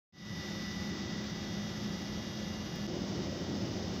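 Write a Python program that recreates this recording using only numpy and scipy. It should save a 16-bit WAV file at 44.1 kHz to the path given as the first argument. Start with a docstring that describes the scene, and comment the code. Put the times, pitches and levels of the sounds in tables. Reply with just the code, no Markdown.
"""Machine humming outdoors

A machine's low note wavers over a rumble of moving air, which also rings its housing.
Electronics close to the microphone add hiss, thin steady whines and a faint high buzz.
The sound fades in, ticks once, dips briefly, then has a fuller rumble, weaker whines and no buzz."""
import sys
import numpy as np
from scipy import signal
from scipy.fft import rfft, irfft
from scipy.io import wavfile
from scipy.ndimage import uniform_filter1d

SR = 44100
rng = np.random.default_rng(int(sys.argv[2]) if len(sys.argv) > 2 else 0)


def put_to_file(sound):
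    """Save the sound as 16-bit audio at rate SR, in the file named by the first command-line argument."""
    columns = np.atleast_2d(sound).T  # one column per channel
    safe = np.clip(columns, -1, 1)
    whole_steps = np.round(safe * 32767)
    wavfile.write(sys.argv[1], SR, whole_steps.astype(np.int16))


N = 176400
DIP_AT_S, DIP_FALL_S, DIP_RECOVERY_S = 2.871, .0012, .0042


def undb(db):
    """Decibels to gain."""
    return 10 ** (np.asarray(db) / 20)


def curve(t, table, column=1):
    """One table column, linearly interpolated over time."""
    rows = np.array(table, float)
    return np.interp(t, rows[:, 0], rows[:, column])


def noise(gain):
    """Unit-rms noise with amplitude spectrum gain(f)."""
    hz = np.maximum(np.fft.rfftfreq(N, 1 / SR), 1)
    shaped = irfft(rfft(rng.standard_normal(N)) * gain(hz), N)
    return shaped / np.std(shaped)


def coloured(spectrum):
    """Unit-rms noise shaped by rows of f/Hz, relative level/dB."""
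    hz, db = np.array(spectrum, float).T
    return noise(lambda f: undb(np.interp(np.log(f), np.log(hz), db)))


def resonance(hz, width_hz):
    """Unit-rms noise in one steep-sided band."""
    return noise(lambda f: 1 / (1 + 2 * ((f * f - hz * hz) / (2 * f * width_hz)) ** 2) ** 2)


def drift(rate_hz):
    """Unit-rms random drift, rolling off above rate_hz."""
    return noise(lambda f: np.exp(-(f / rate_hz) ** 2 / 2) * (f > 1) + 1e-12)


def after_dip(t):
    """Smooth step from 0 to 1 at the dip."""
    return .5 + .5 * np.tanh(2 * (t - DIP_AT_S) / DIP_RECOVERY_S)


# Air spectra before and after the dip: f/Hz, relative level/dB
AIR_SPECTRUM = [(20, -48), (30, -38), (50, -8), (62, -12.5), (85, -5), (140, -3), (190, -2.5), (245, -5),
                (290, -7), (370, -9), (445, -17.5), (560, -16), (900, -23), (1800, -32.5), (4000, -62)]
FULL_AIR_SPECTRUM = [(20, -42), (30, -32), (50, -12), (85, -3.5), (140, -4), (190, -2.5), (245, -4.5),
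                     (290, -4.5), (365, -3), (440, -12.5), (530, -9.5), (900, -22), (1800, -42),
                     (4000, -62)]
# Air envelopes before and after the dip: t/s, level/dB
AIR_LEVEL = [(.3, -45), (.8, -43), (1.35, -42.5), (1.7, -43), (2.1, -42), (2.87, -43)]
FULL_AIR_LEVEL = [(2.87, -39.5), (3.05, -38), (3.25, -38.5), (3.42, -40), (3.63, -37.5), (3.78, -39.5),
                  (4, -38)]


def air_rumble(t):
    """Turbulent air: a midrange rush grows until the dip, then the rumble is fuller."""
    rush_db, rush_db_per_s, flutter_db = -53.5, 5.5, .35
    early = coloured(AIR_SPECTRUM) * undb(curve(t, AIR_LEVEL))
    rush = resonance(hz=555, width_hz=380) * undb(rush_db + rush_db_per_s * (t - DIP_AT_S))
    full = coloured(FULL_AIR_SPECTRUM) * undb(curve(t, FULL_AIR_LEVEL))
    after = after_dip(t)
    air = (1 - after) * (early + rush) + after * full
    return air * undb(flutter_db * drift(rate_hz=6.8))


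# Swell peaks: t/s, level/dB
SWELL_PEAKS = [(.32, -41), (1.68, -41), (1.85, -49), (3.66, -46)]


def air_swells(t):
    """Brief deep swells in the rumble."""
    half_width_s = .068
    envelope = sum(undb(db) * np.exp(-((t - at_s) / half_width_s) ** 2) for at_s, db in SWELL_PEAKS)
    return envelope * resonance(hz=111, width_hz=66)


# Hiss spectrum: f/Hz, relative level/dB
HISS_SPECTRUM = [(300, -7), (900, -6), (1200, -1), (1550, -3.5), (1950, -4), (2600, -6.5), (3500, -5.5),
                 (4100, -5), (5050, 0), (5700, -3), (6450, -8.5), (7000, -16.5), (7700, -23.5), (8400, -35),
                 (10300, -43), (11600, -33), (13800, -47), (14350, -23), (15400, -23)]
# Hiss and rasp envelopes: t/s, level/dB
HISS_LEVEL = [(.3, -49), (.8, -48), (1.6, -48.5), (2.8, -49.5), (3.1, -48.5), (4, -48.5)]
RASP_LEVEL = [(.3, -65), (.7, -59.5), (1.3, -63), (2.87, -78)]


def hiss(t):
    """Electronic hiss, strongest near 5 kHz, with a narrow rasp that soon recedes."""
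    flutter_db = .6
    smooth = coloured(HISS_SPECTRUM) * undb(curve(t, HISS_LEVEL) + flutter_db * drift(rate_hz=17))
    rasp = resonance(hz=1960, width_hz=260) * undb(curve(t, RASP_LEVEL))
    return smooth + rasp


# Whine tones: f/Hz, then level/dB early, midway, just before the dip, after it
WHINE_TONES = [(1732.4, -69, -68, -61.5, -78), (1937, -58, -63, -67, -62), (1972.6, -52, -57, -60.5, -73),
               (2093.5, -68, -68, -67, -71), (2827.6, -65, -65, -59.5, -67), (2945.8, -63, -65, -65, -63),
               (3063, -76, -76, -76, -70), (3182, -75, -75, -75, -69), (3300, -63, -59, -60, -64),
               (3520, -74, -74, -74, -72), (3585, -72, -72, -73, -69), (3637, -56.5, -57.5, -62, -62),
               (3705, -67, -67, -67, -66), (3754, -67, -68, -70, -72), (3827, -68, -68, -68, -72),
               (4764, -66, -65, -64, -69), (5119, -59, -69, -65, -63), (5453, -69, -69, -69, -68),
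               (5685, -70, -70, -70, -78), (5717, -71, -71, -71, -78), (5776, -71, -71, -71, -78),
               (5803, -70, -70, -70, -71), (5889, -72, -72, -72, -78), (5949, -73, -73, -73, -78),
               (6008, -72, -72, -72, -78), (6040, -71, -72, -73, -78), (6126, -74, -74, -74, -78),
               (6245, -71, -70, -70, -68), (6330, -76, -76, -76, -80), (6508, -78, -77, -77, -70)]


def whines(t):
    """Electronic tones of constant pitch and drifting strength."""
    early_s, midway_s = .7, 1.4
    trim_db, waver_db = -.22, .8
    tones, after = np.zeros(N), after_dip(t)
    for hz, early_db, midway_db, late_db, after_db in WHINE_TONES:
        before_db = np.interp(t, [early_s, midway_s, DIP_AT_S], [early_db, midway_db, late_db])
        db = (1 - after) * before_db + after * after_db + waver_db * drift(rate_hz=3.3)
        tones += undb(db) * np.sin(2 * np.pi * (hz * t + rng.random()))
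    return np.sqrt(2) * undb(trim_db) * tones


# Buzz spells: start/s, end/s, swell time/s
BUZZ_SPELLS = [(.12, 0.904, .04), (1.29, 2.87, .25)]


def buzz(t):
    """Electronic pulses, each fading and falling in pitch; a spell swells, then stops short."""
    rate_hz, base_hz, sweep_hz, jitter_hz = 121, 11120, 800, 130
    attack_s, decay_s, fall_s = .001, .004, .002
    gain_db, onset_db = -67.3, -6.5
    spells = sum((t > start_s) * (t < end_s) * undb(onset_db * np.exp(-np.abs(t - start_s) / swell_s))
                 for start_s, end_s, swell_s in BUZZ_SPELLS)
    age_s = t % (1 / rate_hz)
    attack_samples = int(attack_s * SR)
    pulse = uniform_filter1d(np.exp(-age_s / decay_s), attack_samples)
    fall = uniform_filter1d(np.exp(-age_s / fall_s), attack_samples)
    hz = base_hz + sweep_hz * fall + jitter_hz * drift(rate_hz=500)
    tone = np.sqrt(2) * np.sin(2 * np.pi * np.cumsum(hz) / SR)
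    grain = .24 * resonance(hz=11400, width_hz=850)
    return spells * undb(gain_db) * (pulse * tone + grain)


# Tick resonances: f/Hz, half-width/s, peak level/dB
TICK_MODES = [(4950, .0007, -40), (8800, .0003, -59), (12900, .0005, -57), (15200, .0006, -49)]


def tick(t, at_s=2.7592):
    """One tiny bright tick: a few resonances sounding for about a millisecond."""
    offset_s = t - at_s
    return sum(undb(db) * np.exp(-(offset_s / half_width_s) ** 2) * np.sin(2 * np.pi * hz * offset_s)
               for hz, half_width_s, db in TICK_MODES)


# Machine note: t/s, f/Hz, level/dB
HUM_TRACK = [(.2, 205, -44.5), (.38, 206.6, -47), (.52, 206.2, -43), (.68, 207, -48), (.82, 206.3, -40),
             (.98, 209, -49), (1.26, 207.4, -42), (1.41, 205, -48.5), (1.55, 205.1, -36),
             (1.72, 210.3, -47), (1.87, 207.7, -38.5), (1.98, 200.9, -55.5), (2.12, 209, -41),
             (2.29, 208, -47.5), (2.42, 209, -40.5), (2.58, 210.4, -43), (2.7, 200.7, -51.5),
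             (2.84, 207, -42), (2.92, 200, -50), (3.02, 205.2, -41), (3.2, 193.5, -42), (3.42, 202, -53),
             (3.56, 205, -41), (4, 209, -53)]
# Housing resonances: f/Hz, width/Hz, level/dB
HOUSING_MODES = [(84.3, 29, -55), (176.3, 33, -47.5), (326.7, 23, -57.5), (355.6, 26, -57), (536, 14, -62),
                 (770, 52, -65), (834.5, 14, -67.5)]


def machine_hum(t):
    """The machine's note wavers in pitch and strength; air rings its housing."""
    wobble_ratio, trim_db, flutter_db = .0053, -.57, 1.84
    note_hz = curve(t, HUM_TRACK) * (1 + wobble_ratio * drift(rate_hz=7))
    note_db = curve(t, HUM_TRACK, column=2) + trim_db + flutter_db * drift(rate_hz=2.5)
    note = np.sqrt(2) * undb(note_db) * np.sin(2 * np.pi * np.cumsum(note_hz) / SR)
    housing = sum(undb(db) * resonance(hz, width_hz) for hz, width_hz, db in HOUSING_MODES)
    return note + housing


def scene():
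    """All sources at one microphone."""
    t = np.arange(N) / SR
    mix = machine_hum(t) + air_rumble(t) + air_swells(t) + hiss(t) + whines(t) + buzz(t) + tick(t)
    return mix[None]


def record(dry):
    """Fade-in, brief level dip and steep low-pass."""
    fade_start_s, fade_s, dip_db, cutoff_hz = .125, .26, -14.5, 15550
    t = np.arange(N) / SR
    fade = (t > fade_start_s) * np.clip(.03 + (t - fade_start_s) / fade_s, 0, 1)
    dip_width_s = np.where(t < DIP_AT_S, DIP_FALL_S, DIP_RECOVERY_S)
    dip = undb(dip_db * np.exp(-((t - DIP_AT_S) / dip_width_s) ** 2))
    low_pass = signal.ellip(12, .2, 80, cutoff_hz, fs=SR, output="sos")
    return signal.sosfilt(low_pass, dry * fade * dip)


dry = scene()
out = record(dry)
put_to_file(out)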